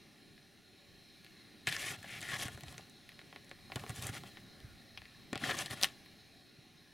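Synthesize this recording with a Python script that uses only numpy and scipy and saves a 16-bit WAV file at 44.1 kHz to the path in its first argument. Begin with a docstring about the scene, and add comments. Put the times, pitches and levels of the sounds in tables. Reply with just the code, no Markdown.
"""A low outdoor murmur comes first, with a thin buzz of insects far off and a few light ticks up close.
Then, near the microphone and a little left, fingers sweep chopped green onions across a plastic cutting
board and drop them on a slice of bread. Each stroke is a gritty rub with small crunches and moist pops;
crisp pieces tick and snap, and the hand bumps the board on its table. Faint puffs of breeze touch the
microphone, and nearby reflections give everything a slightly hollow colour."""
import sys
import numpy as np
from scipy import signal
from scipy.fft import rfft, irfft, next_fast_len
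from scipy.io import wavfile
from scipy.ndimage import uniform_filter1d, map_coordinates

SR = 44100
rng = np.random.default_rng(int(sys.argv[2]) if len(sys.argv) > 2 else 0)


def put_to_file(sound):
    """Save the sound as 16-bit audio at rate SR, in the file named by the first command-line argument."""
    columns = np.atleast_2d(sound).T  # one column per channel
    safe = np.clip(columns, -1, 1)
    whole_steps = np.round(safe * 32767)
    wavfile.write(sys.argv[1], SR, whole_steps.astype(np.int16))


N = 305965
TIME = np.arange(N) / SR

# Table levels are relative: the functions add their own gains.
# Murmur and hiss of the open air: (frequency [Hz], level [dB])
AIR_SPECTRUM = [(25, -10), (60, -10.5), (100, -3.5), (185, -1), (290, -4.5), (400, -7.5), (600, -14.5),
                (1100, -19.5), (1500, -18), (2200, -14), (3000, -16), (5700, -20.5), (6400, -24),
                (8000, -29.5), (9400, -24), (15000, -33.5)]
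# Its slow rise and fall: (time [s], level [dB])
AIR_LEVELS = [(0, -63), (.7, -63.5), (1.3, -61.5), (5.8, -60), (6.5, -63.5)]
# Far insects: (frequency [Hz], width [Hz], level [dB])
INSECT_BANDS = [(3840, 210, -0.5), (4180, 200, 2.5), (5080, 130, -12), (5390, 140, -8)]
# Strength of their buzz: (time [s], level [dB])
INSECT_LEVELS = [(0, -69.5), (.6, -71), (1.05, -66.5), (3, -67), (4.7, -66.5), (6.0, -66.5), (6.9, -68.5)]
# Outdoor sound across the two microphone ports: (frequency [Hz], left-right likeness [0-1])
PORT_LIKENESS = [(25, 0.18), (70, 0.93), (300, 0.69), (2000, 0.98), (12000, 1)]
# Breeze on the microphone: (time [s], level [dB], half-length [s])
BREEZE_PUFFS = [(2.543, -55, 0.034), (2.696, -55, 0.027), (4.687, -58, 0.089), (4.99, -60, 0.071)]
# Its rumble: (frequency [Hz], level [dB])
BREEZE_SPECTRUM = [(20, -9.0), (80, 8.0), (140, -4.5), (300, -41.0)]
# Left-right difference scattered by nearby things: (frequency [Hz], level [dB])
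SCATTER_SPECTRUM = [(100, -22), (400, -15.5), (1000, -17), (3000, -20.5), (8000, -14.5), (13000, -56)]
# Where the hand works before the microphone: (time [s], leftward lean [dB])
HAND_LEAN = [(1.7, 1.5), (2.4, 2), (3.2, 0), (4.1, 1.5), (5.4, 2.5), (5.9, 2)]
# Shadowing between the ports: (frequency [Hz], weight of the lean [factor])
PORT_SHADOW = [(250, 0), (600, 1.1), (1200, 1.6), (2500, 1.2), (5000, 0.69), (13000, 0)]
# Soft bumps of the hand: (time [s], sway level [dB], sway pitch [Hz], thud level [dB])
HAND_BUMPS = [(1.673, -42.5, 129, -50.5), (2.33, -45, 122, -62), (2.452, -41, 114, -46.5),
              (2.629, -47.5, 139, -56), (3.758, -39, 118, -42), (3.895, -38, 115, -63),
              (3.986, -41, 111, -56), (4.019, -49, 110, -59), (4.045, -40, 113, -59),
              (4.092, -39.5, 117, -46.5), (4.641, -46.5, 109, -70), (5.3281, -47, 138, -36.5),
              (5.356, -45, 120, -48), (5.433, -48, 149, -38.5), (5.479, -47, 115, -55),
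              (5.708, -44, 113, -59), (5.733, -51, 130, -48), (6.585, -55, 139, -64)]
# The table under the rocking board: (frequency [Hz], level [dB])
TABLE_SPECTRUM = [(20, -28), (70, -18.5), (115, -4), (170, -10), (280, -23), (600, -40)]
# Pieces and fingertips meeting the board:
# (time [s], click level [dB], click pitch [Hz], knock level [dB], moist edge level [dB], edge pitch [Hz])
BOARD_TICKS = [(0.3783, -62, 2280, -67, -78, 5400), (1.2463, -56.5, 2540, -68, -62, 10800),
               (1.2642, -57, 2550, -78, -78, 10300), (1.6712, -31.5, 2000, -38.5, -40, 7100),
               (1.6768, -35.5, 2200, -47, -40, 7860), (1.681, -51, 2120, -50, -50, 7600),
               (1.6873, -36, 3400, -45, -46, 10000), (1.7249, -38, 3400, -46, -46, 9100),
               (1.7462, -44, 1830, -51, -78, 5400), (1.7648, -40, 1750, -61, -40, 5800),
               (1.8289, -43, 2790, -65, -52, 8800), (1.9616, -61, 1840, -78, -60, 7900),
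               (2.0288, -54, 1840, -77, -55.5, 8100), (2.0428, -49, 1980, -43.5, -69, 5400),
               (2.2071, -51, 3920, -78, -51, 8800), (2.2153, -49, 3630, -58, -47, 8050),
               (2.2276, -45.5, 2150, -49, -48, 7800), (2.286, -58, 4190, -49, -50, 8200),
               (2.3337, -43, 2100, -52, -55, 6100), (2.3403, -44, 3010, -49, -63, 8100),
               (2.3926, -53, 1540, -43, -54, 8200), (2.4224, -41, 1940, -45, -46, 6100),
               (2.4539, -49, 1870, -48, -57, 5800), (2.4824, -45.5, 1720, -43, -49, 8700),
               (2.5752, -55, 1530, -45.5, -61, 7300), (2.6081, -53, 3160, -64, -55.5, 10900),
               (2.635, -53, 2010, -47.5, -52.5, 7100), (2.6822, -49, 3200, -52, -78, 5400),
               (2.726, -59, 2860, -49.5, -58, 10000), (2.7428, -55, 3060, -53, -72, 10900),
               (2.78, -49, 2460, -50, -49, 6700), (2.7934, -73, 2720, -47, -65, 6400),
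               (2.8101, -59, 3980, -57, -78, 5400), (2.8975, -69, 3140, -78, -60, 8900),
               (3.0912, -51.5, 2170, -78, -60.5, 11100), (3.1186, -59, 2160, -64, -73, 5400),
               (3.1914, -51.5, 2120, -53, -66, 7700), (3.2144, -57.5, 2260, -55, -74, 12000),
               (3.3269, -54, 2280, -48, -74, 10600), (3.3604, -49, 2450, -45.5, -68, 10800),
               (3.4456, -71, 4200, -78, -64, 7600), (3.4942, -60, 4100, -66, -61, 8100),
               (3.5131, -48.5, 2090, -43.5, -65, 7600), (3.6997, -65, 1960, -45.5, -76, 5400),
               (3.7193, -44, 2390, -41, -77, 10200), (3.7581, -41.5, 3100, -41, -44.5, 8000),
               (3.7601, -44.5, 3140, -35, -50, 9400), (3.7693, -56, 1470, -39.5, -78, 12000),
               (3.7957, -52, 2650, -59, -58, 9400), (3.8373, -55, 3370, -37.5, -64, 11100),
               (3.8639, -52, 2080, -43.5, -60, 6000), (3.8948, -48.5, 2440, -48, -46, 8300),
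               (3.9043, -51.5, 2210, -49, -51, 8000), (3.9615, -54, 2950, -63, -54, 8400),
               (4.0242, -45, 3710, -61, -44, 10400), (4.0366, -51, 4200, -78, -50, 8900),
               (4.0531, -56, 1360, -53, -53, 10500), (4.0689, -52, 1980, -59, -38.5, 8600),
               (4.0903, -49.5, 1740, -46, -60, 5900), (4.2358, -53.5, 3460, -43, -63, 9000),
               (4.3708, -51.5, 1990, -48.5, -74, 11100), (4.6027, -57, 3580, -73, -68, 10500),
               (4.9749, -43.5, 2880, -48.5, -64, 11300), (5.0178, -54, 2330, -51.5, -71, 6700),
               (5.0544, -53, 2300, -62, -78, 12000), (5.3301, -40.5, 2270, -31, -47, 7900),
               (5.3486, -49, 1800, -72, -63, 5400), (5.356, -40, 2900, -35, -51, 8500),
               (5.3767, -44, 2790, -52, -51.5, 8400), (5.5017, -41, 1790, -37, -49, 7100),
               (5.5102, -37.5, 2210, -50, -53, 8300), (5.589, -42, 2960, -52, -37.5, 6300),
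               (5.66, -40.5, 3780, -51, -45.5, 8200), (5.7096, -43, 3780, -45, -48, 9400),
               (5.8134, -39.5, 3820, -42, -48, 12000), (5.8862, -50, 3010, -62, -67, 9700),
               (6.06, -60.5, 2030, -58, -67, 11600)]
# The last pieces snap clear of the fingers: (time [s], level [dB], pitch [Hz])
ONION_SNAPS = [(5.8282, -22, 4000), (5.8335, -17.5, 5250), (5.8338, -18, 3380), (5.8436, -17, 3090)]
# Fingers rest on a handful and drag it lightly:
# (start [s], length [s], settling time [s], drag level [dB], board rocking level [dB])
HANDFUL_DRAGS = [(1.655, 0.29, 0.006, -57.5, -57.5), (1.964, 0.041, 0.032, -64, -59),
                 (2.012, 0.5, 0.04, -64, -59), (2.525, 0.28, 0.07, -69, -62), (3.112, 0.32, 0.08, -80, -73),
                 (3.704, 0.5, 0.06, -67.5, -55), (4.22, 0.17, 0.061, -74, -61.5),
                 (5.383, 0.28, 0.044, -57.5, -56.5), (5.698, 0.17, 0.048, -59.5, -61)]
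# Single pushes of the fingers: (start [s], length [s], build-up [s], rub level [dB],
# board pressure level [dB], wet fizz level [dB], hollow ring level [dB], ring pitch [Hz])
FINGER_PUSHES = [(1.668, 0.029, 0.003, -48, -58, -50.5, -48.5, 2160),
                 (1.705, 0.052, 0.0071, -46.5, -61, -52, -52, 1920),
                 (1.766, 0.14, 0.035, -49.5, -57.5, -51, -49.5, 2170),
                 (1.9, 0.025, 0.0046, -57, -53, -53, -55, 2110),
                 (1.929, 0.026, .004, -54.5, -54, -62, -62, 2110),
                 (2.052, 0.14, 0.061, -55, -61.5, -62, -52, 2270),
                 (2.211, 0.069, 0.013, -54, -59.5, -59.5, -56, 1910),
                 (2.274, 0.093, 0.024, -48.5, -55, -55, -49.5, 1970),
                 (2.32, 0.05, 0.013, -62, -62, -72, -49.5, 1110),
                 (2.366, 0.069, 0.046, -48, -52, -47.5, -61, 1810),
                 (2.439, 0.03, 0.0064, -48.5, -52, -55.5, -59, 1880),
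                 (2.51, 0.042, 0.0092, -61.5, -66, -65, -75, 1690),
                 (2.66, 0.062, 0.014, -69, -66, -65, -74, 2000),
                 (3.777, 0.065, 0.02, -65, -59.5, -72, -66, 2500),
                 (3.872, 0.037, .016, -63, -54, -61, -61, 1760),
                 (3.938, 0.065, 0.019, -58, -61, -58, -75, 1810),
                 (4.01, 0.087, 0.012, -53.5, -53, -54.5, -63, 1600),
                 (4.114, 0.066, 0.029, -53.5, -54.5, -58, -56, 2200),
                 (4.25, .037, 0.013, -60.5, -61.5, -69, -76, 1800),
                 (5.399, 0.047, 0.038, -49.5, -48.5, -64, -56, 2300),
                 (5.434, 0.056, 0.0034, -44, -45.5, -54.5, -56, 2120),
                 (5.484, 0.031, 0.013, -41.5, -38.5, -53, -40.5, 1780),
                 (5.521, 0.033, 0.013, -51, -48, -55.5, -54, 1700),
                 (5.564, 0.059, 0.0087, -45.5, -48, -50, -51, 2360),
                 (5.646, 0.021, 0.0091, -54.5, -65, -63, -59, 2100),
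                 (5.695, 0.04, 0.013, -51, -51, -52.5, -57, 2000),
                 (5.757, 0.11, 0.018, -63, -61, -70, -58, 2100),
                 (5.816, .035, 0.014, -55, -62, -43.5, -53, 2020)]
# Onion rubbing on plastic: (frequency [Hz], level [dB])
RUB_SPECTRUM = [(800, -26.5), (1300, 0.5), (1800, 1), (2300, -1), (3200, 4), (4300, -3.5), (5500, -8),
                (7500, -18), (12000, -37)]
# The board under pressure: (frequency [Hz], level [dB])
BOARD_SPECTRUM = [(40, -65), (100, -28), (250, 3.5), (700, -1), (1350, 2.5), (1900, -11.5), (4000, -43.5)]
# Wet fizz of the onion: (frequency [Hz], level [dB])
FIZZ_SPECTRUM = [(3240, -7.5), (5500, -1.5), (7590, -3), (8330, -4), (9700, 0), (14700, -13.5),
                 (16000, -30)]
# Narrow peaks and dips from nearby reflections: (frequency [Hz], width [Hz], gain [dB])
REFLECTION_BANDS = [(495, 61, -12), (584, 25, 1), (641, 78, -9), (708, 488, 8), (781, 14, 2),
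                    (924, 140, -8.5), (1098, 22, 5), (1153, 24, -4), (1243, 30, 4.5), (1267, 59, -8),
                    (1432, 68, 4.5), (1542, 98, -5.5), (1694, 26, 3.5), (1793, 380, 5.5), (2903, 30, -11),
                    (2900, 45, 2), (3360, 37, 1.5), (5960, 47, 4), (8550, 380, -1)]

DRAG_ATTACK_S, PUSH_RELEASE_S = 0.02, 0.007  # a push stops short as the fingers lift
THUD_HZ, THUD_T60_S = 240, 0.019  # the board's own answer to a bump
HOLLOW_Q = 4.5
BOARD_TOP_HZ, BAND_LIMIT_HZ = 5060, 15900


def amp(db):
    """Decibels to gain."""
    return 10 ** (np.asarray(db) / 20)


def unit(x):
    """Scale to rms 1."""
    return x / np.sqrt(np.mean(x ** 2) + 1e-20)


def along(points, hz):
    """Interpolate (frequency [Hz], value) points on a log axis."""
    f, v = np.transpose(points)
    return np.interp(np.log(hz + 1), np.log(f + 1), v)


def timeline(points):
    """Interpolate (time [s], value) points over the scene."""
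    return np.interp(TIME, *np.transpose(points))


def wobble(per_s):
    """A smooth random curve with this many knots a second."""
    return map_coordinates(rng.standard_normal(int(N * per_s / SR) + 4), [TIME * per_s])


def held(start, length, attack, release):
    """Straight attack, hold and exponential release, in seconds."""
    fade = np.exp(-np.maximum(TIME - start - length, 0) / release)
    return np.clip((TIME - start) / attack, 0, 1) * fade


def add(track, start, sound):
    """Mix a sound in at a time in seconds."""
    part = track[round(start * SR):][:len(sound)]
    part += sound[:len(part)]


def filtered(x, response):
    """Pass x through a complex frequency response."""
    size = x.shape[-1]
    padded = next_fast_len(size + 8192)
    return irfft(rfft(x, padded) * response(np.fft.rfftfreq(padded, 1 / SR)), padded)[..., :size]


def minimum_phase(db):
    """The causal response that has these levels."""
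    cepstrum = irfft(np.log(amp(db)))
    half = len(cepstrum) // 2
    cepstrum[1:half] *= 2
    cepstrum[half + 1:] = 0
    return np.exp(rfft(cepstrum))


def coloured(x, spectrum):
    """Shape x with a spectrum table; rms 1."""
    return unit(filtered(x, lambda hz: minimum_phase(np.maximum(along(spectrum, hz), -80))))


def resonance(f, centre, width):
    """One damped mode."""
    return 1j * f * width / (centre ** 2 - f ** 2 + 1j * f * width)


def wide(pair):
    """Two unrelated signals become a left and right that are mostly alike; rms 1."""
    angle = lambda hz: np.arccos(np.clip(along(PORT_LIKENESS, hz), -1, 1)) / 2
    mid, side = filtered(pair, lambda hz: np.array([np.cos(angle(hz)), np.sin(angle(hz))]))
    return unit(np.array([mid + side, mid - side]))


def patchy(x, depth_db):
    """Small patches of the spectrum swell and fade on their own."""
    frames = signal.stft(x, nperseg=512)[2]
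    patches = uniform_filter1d(rng.standard_normal(frames.shape[1:]), size=3, axis=0)
    patches = uniform_filter1d(patches, size=30, axis=1)
    return signal.istft(frames * amp(depth_db * unit(patches)), nperseg=512)[1][:, :N]


def outdoor_air():
    """A low murmur and hiss all around the microphone, barely swelling."""
    murmur = patchy(coloured(rng.standard_normal((2, N)), AIR_SPECTRUM), depth_db=1.7)
    return wide(murmur) * amp(timeline(AIR_LEVELS) + 0.5 * wobble(per_s=1.64))


def far_insects():
    """A distant chorus: narrow bands of noise make a thin, wavering buzz."""
    bands = lambda f: sum(amp(db) * abs(resonance(f, hz, width)) ** 2 for hz, width, db in INSECT_BANDS)
    chorus = filtered(rng.standard_normal((2, N)), bands)
    return wide(chorus) * amp(timeline(INSECT_LEVELS) + 1.7 * wobble(per_s=25))


def breeze():
    """Short low puffs right on the microphone, a little different at its two ports."""
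    puffs = sum(amp(db) * np.exp(-((TIME - time) / span) ** 2) for time, db, span in BREEZE_PUFFS)
    return puffs * wide(coloured(rng.standard_normal((2, N)), BREEZE_SPECTRUM))


def nearby_scatter(close):
    """Things near the board return brief echoes, heard as a faint left-right difference."""
    t = np.arange(SR // 20) / SR
    echoes = rng.standard_normal(len(t)) * amp(-60 * t / 0.041) * (1 - np.exp(-t / 0.00065))
    scattered = signal.fftconvolve(close.mean(axis=0), echoes / np.linalg.norm(echoes))[:N]
    return filtered(scattered, lambda f: amp(along(SCATTER_SPECTRUM, f)))


def leftward_lean(hand):
    """The side signal of a hand left of the microphone: the far port lies in shadow."""
    balance = np.tanh(np.log(amp(timeline(HAND_LEAN))) / 2)
    return balance * filtered(hand.mean(axis=0), lambda f: along(PORT_SHADOW, f))


def board_bumps(rocking):
    """Board and table answer the hand with a low damped sway and a shorter thud; rocking rumbles."""
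    out, t = np.zeros(N), np.arange(SR // 5) / SR
    for start, sway_db, hz, thud_db in HAND_BUMPS:
        sway = np.sin(2 * np.pi * hz * t) * amp(-60 * t / 0.047) * (1 - np.exp(-t / 0.0053)) ** 2
        thud = np.sin(2 * np.pi * THUD_HZ * t) * amp(-60 * t / THUD_T60_S)
        thud *= (1 - np.exp(-t / 0.0023)) ** 2
        add(out, start, amp(sway_db + 16.5) * sway + amp(thud_db + 20) * thud)
    return out + rocking * coloured(rng.standard_normal(N), TABLE_SPECTRUM)


def contact(hz, q, tail_db, tail_t60, dispersion=2):
    """A tap rings two close damped modes and scatters through the board; rms 1 over its first 4 ms."""
    t = np.arange(SR // 6) / SR
    tap = amp(tail_db - 60 * t / tail_t60) * rng.standard_normal(len(t)) * (1 - np.exp(-t / 0.00011))
    tap[0] = 1
    modes = lambda f: resonance(f, hz * 0.91, hz / q) * resonance(f, hz * 0.99, hz / q)
    # The contact time cuts what lies an octave above; slow bending waves arrive later.
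    soft = lambda f: 1 / (1 + 1.2j * f / (2 * hz) - (f / (2 * hz)) ** 2)
    bending = lambda f: (1 - 2 * resonance(f, hz * 1.064, hz * 1.19)) ** dispersion
    ring = filtered(tap, lambda f: modes(f) * soft(f) * bending(f))
    return ring / np.sqrt(np.mean(ring[:SR // 250] ** 2))


def board_ticks():
    """Pieces and fingertips hit the board: a click, a higher mode, a hollow knock and a moist edge."""
    board, edges = np.zeros((2, N))
    for start, click_db, hz, knock_db, edge_db, edge_hz in BOARD_TICKS:
        tail_db = -25.5 + 0.18 * (click_db + 50)  # harder clicks rattle the board more
        click = contact(hz, q=1.86, tail_db=tail_db, tail_t60=0.063)
        click += amp(-4.5) * contact(1.795 * hz, q=1.9, tail_db=tail_db, tail_t60=0.034)
        knock = contact(hz=619, q=0.44, tail_db=tail_db + 1.0, tail_t60=0.058)
        add(board, start, amp(click_db - 0.9) * click + amp(knock_db - 6.5) * knock)
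        add(edges, start, amp(edge_db - 0.3) * contact(edge_hz, q=1.9, tail_db=-20, tail_t60=0.02))
    return signal.sosfilt(signal.butter(6, BOARD_TOP_HZ, fs=SR, output="sos"), board) + edges


def onion_snaps():
    """Crisp pieces crack and briefly rattle the board; the highest glint differs at each port."""
    out = np.zeros((2, N))
    for start, db, hz in ONION_SNAPS:
        crack = contact(hz, q=2.0, tail_db=-31.5, tail_t60=0.075, dispersion=4)
        knock = amp(-12) * contact(hz=1000, q=0.09, tail_db=-27, tail_t60=0.07)
        edge = amp(-11.5) * contact(hz=9500, q=1.9, tail_db=-19, tail_t60=0.01, dispersion=8)
        for channel in out:
            glint = amp(-15) * contact(hz=12700, q=3, tail_db=8, tail_t60=0.0076, dispersion=8)
            add(channel, start, amp(db - 8.5) * (crack + knock + edge + glint))
    return out


def grit(per_s, spread_db, smooth):
    """Tiny slips of very unequal size on a bed of smooth friction."""
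    slips = (rng.random(N) < per_s / SR) * rng.choice([-1, 1], N)
    sizes = amp(spread_db * np.minimum(rng.standard_normal(N), 2))
    return unit(slips * sizes) + smooth * rng.standard_normal(N)


def pops(hz, octaves, cycles, spread_db, count):
    """Tiny damped rings at random moments, each with its own pitch and size; rms 1."""
    t = np.arange(SR // 200) / SR
    starts = rng.integers(0, N, count)
    pitch, size = np.clip(rng.standard_normal((2, count, 1)), -2, 2)
    turns = np.minimum(hz * 2 ** (octaves * pitch), BAND_LIMIT_HZ) * t
    rings = amp(spread_db * size) * np.sin(2 * np.pi * turns)
    rings *= np.exp(-turns / cycles) * (1 - np.exp(-turns))
    samples = starts[:, None] + np.arange(len(t))
    return unit(np.bincount(samples.ravel(), rings.ravel(), N)[:N])


def hand_hollow():
    """The gap between hand and board rings with the rub, at a pitch that changes from push to push."""
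    out, slips = np.zeros(N), grit(per_s=1100, spread_db=4.5, smooth=0.5)
    for start, length, attack, _, _, _, db, hz in FINGER_PUSHES:
        part = slice(round(start * SR), round(start * SR) + SR // 3)
        ring = filtered(slips[part], lambda f: resonance(f, hz, hz / HOLLOW_Q) * resonance(f, hz, hz))
        out[part] += amp(db) * unit(ring) * held(start, length, attack, PUSH_RELEASE_S)[part]
    return out


def hand_reflection(x, lag_ms, sway_ms, share):
    """Add a bounce off the moving hand: its path changes, so hollow bands drift through the rub."""
    lag = (lag_ms + sway_ms * wobble(per_s=5)) * SR / 1000
    return (x + share * map_coordinates(x, [np.arange(N) - lag])) / np.sqrt(1 + share ** 2)


def finger_effort():
    """Gains of rub, board pressure, fizz and rocking: a light drag per handful, with pushes on top."""
    power = np.zeros((4, N))
    for start, length, settle, drag_db, rock_db in HANDFUL_DRAGS:
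        gains = amp([drag_db, drag_db - 1, drag_db - 5.5, rock_db])
        power += np.outer(gains, held(start, length, DRAG_ATTACK_S, settle)) ** 2
    for start, length, attack, rub_db, board_db, fizz_db, _, _ in FINGER_PUSHES:
        gains = amp([rub_db, board_db, fizz_db, board_db - 7])
        power += np.outer(gains, held(start, length, attack, PUSH_RELEASE_S)) ** 2
    return np.sqrt(power)


def onion_strokes(rub, pressure, fizz):
    """Pieces slip, crunch and burst moist cells under the fingers; pressing brings out the board."""
    catching = amp(0.99 * wobble(per_s=90))
    slips = grit(per_s=4000, spread_db=3.0, smooth=0.72) * catching
    wet_slips = grit(per_s=5000, spread_db=4.5, smooth=0.52) * catching
    crunch = amp(-5.5) * pops(hz=2400, octaves=0.4, cycles=2.6, spread_db=4.5, count=750)
    bursts = amp(-3) * pops(hz=8000, octaves=0.33, cycles=2.4, spread_db=4.5, count=4000)
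    scrape = amp(2.0) * rub * (coloured(slips, RUB_SPECTRUM) + crunch)
    board = amp(0.56) * pressure * coloured(slips, BOARD_SPECTRUM)
    moisture = amp(1.44) * fizz * (coloured(wet_slips, FIZZ_SPECTRUM) + bursts)
    return scrape + board + moisture


def scene():
    """The hand works close to the microphone, a little left, with open air and far insects behind."""
    rub, pressure, fizz, rocking = finger_effort()
    sweep = hand_reflection(onion_strokes(rub, pressure, fizz), lag_ms=1.617, sway_ms=0.151, share=0.31)
    hand = sweep + hand_hollow() + board_ticks() + onion_snaps()
    close = hand + board_bumps(rocking)
    side = leftward_lean(hand) + nearby_scatter(close)
    return close + np.array([side, -side]) + breeze() + outdoor_air() + far_insects()


def record(dry):
    """Nearby reflections leave steady peaks and dips at the microphone; the highest treble is cut."""
    ripple_db = lambda f: sum(db / (1 + (2 * (f - hz) / width) ** 2)
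                              for hz, width, db in REFLECTION_BANDS)
    return filtered(dry, lambda f: minimum_phase(ripple_db(f)) * (f < BAND_LIMIT_HZ))


dry = scene()
out = record(dry)
put_to_file(out)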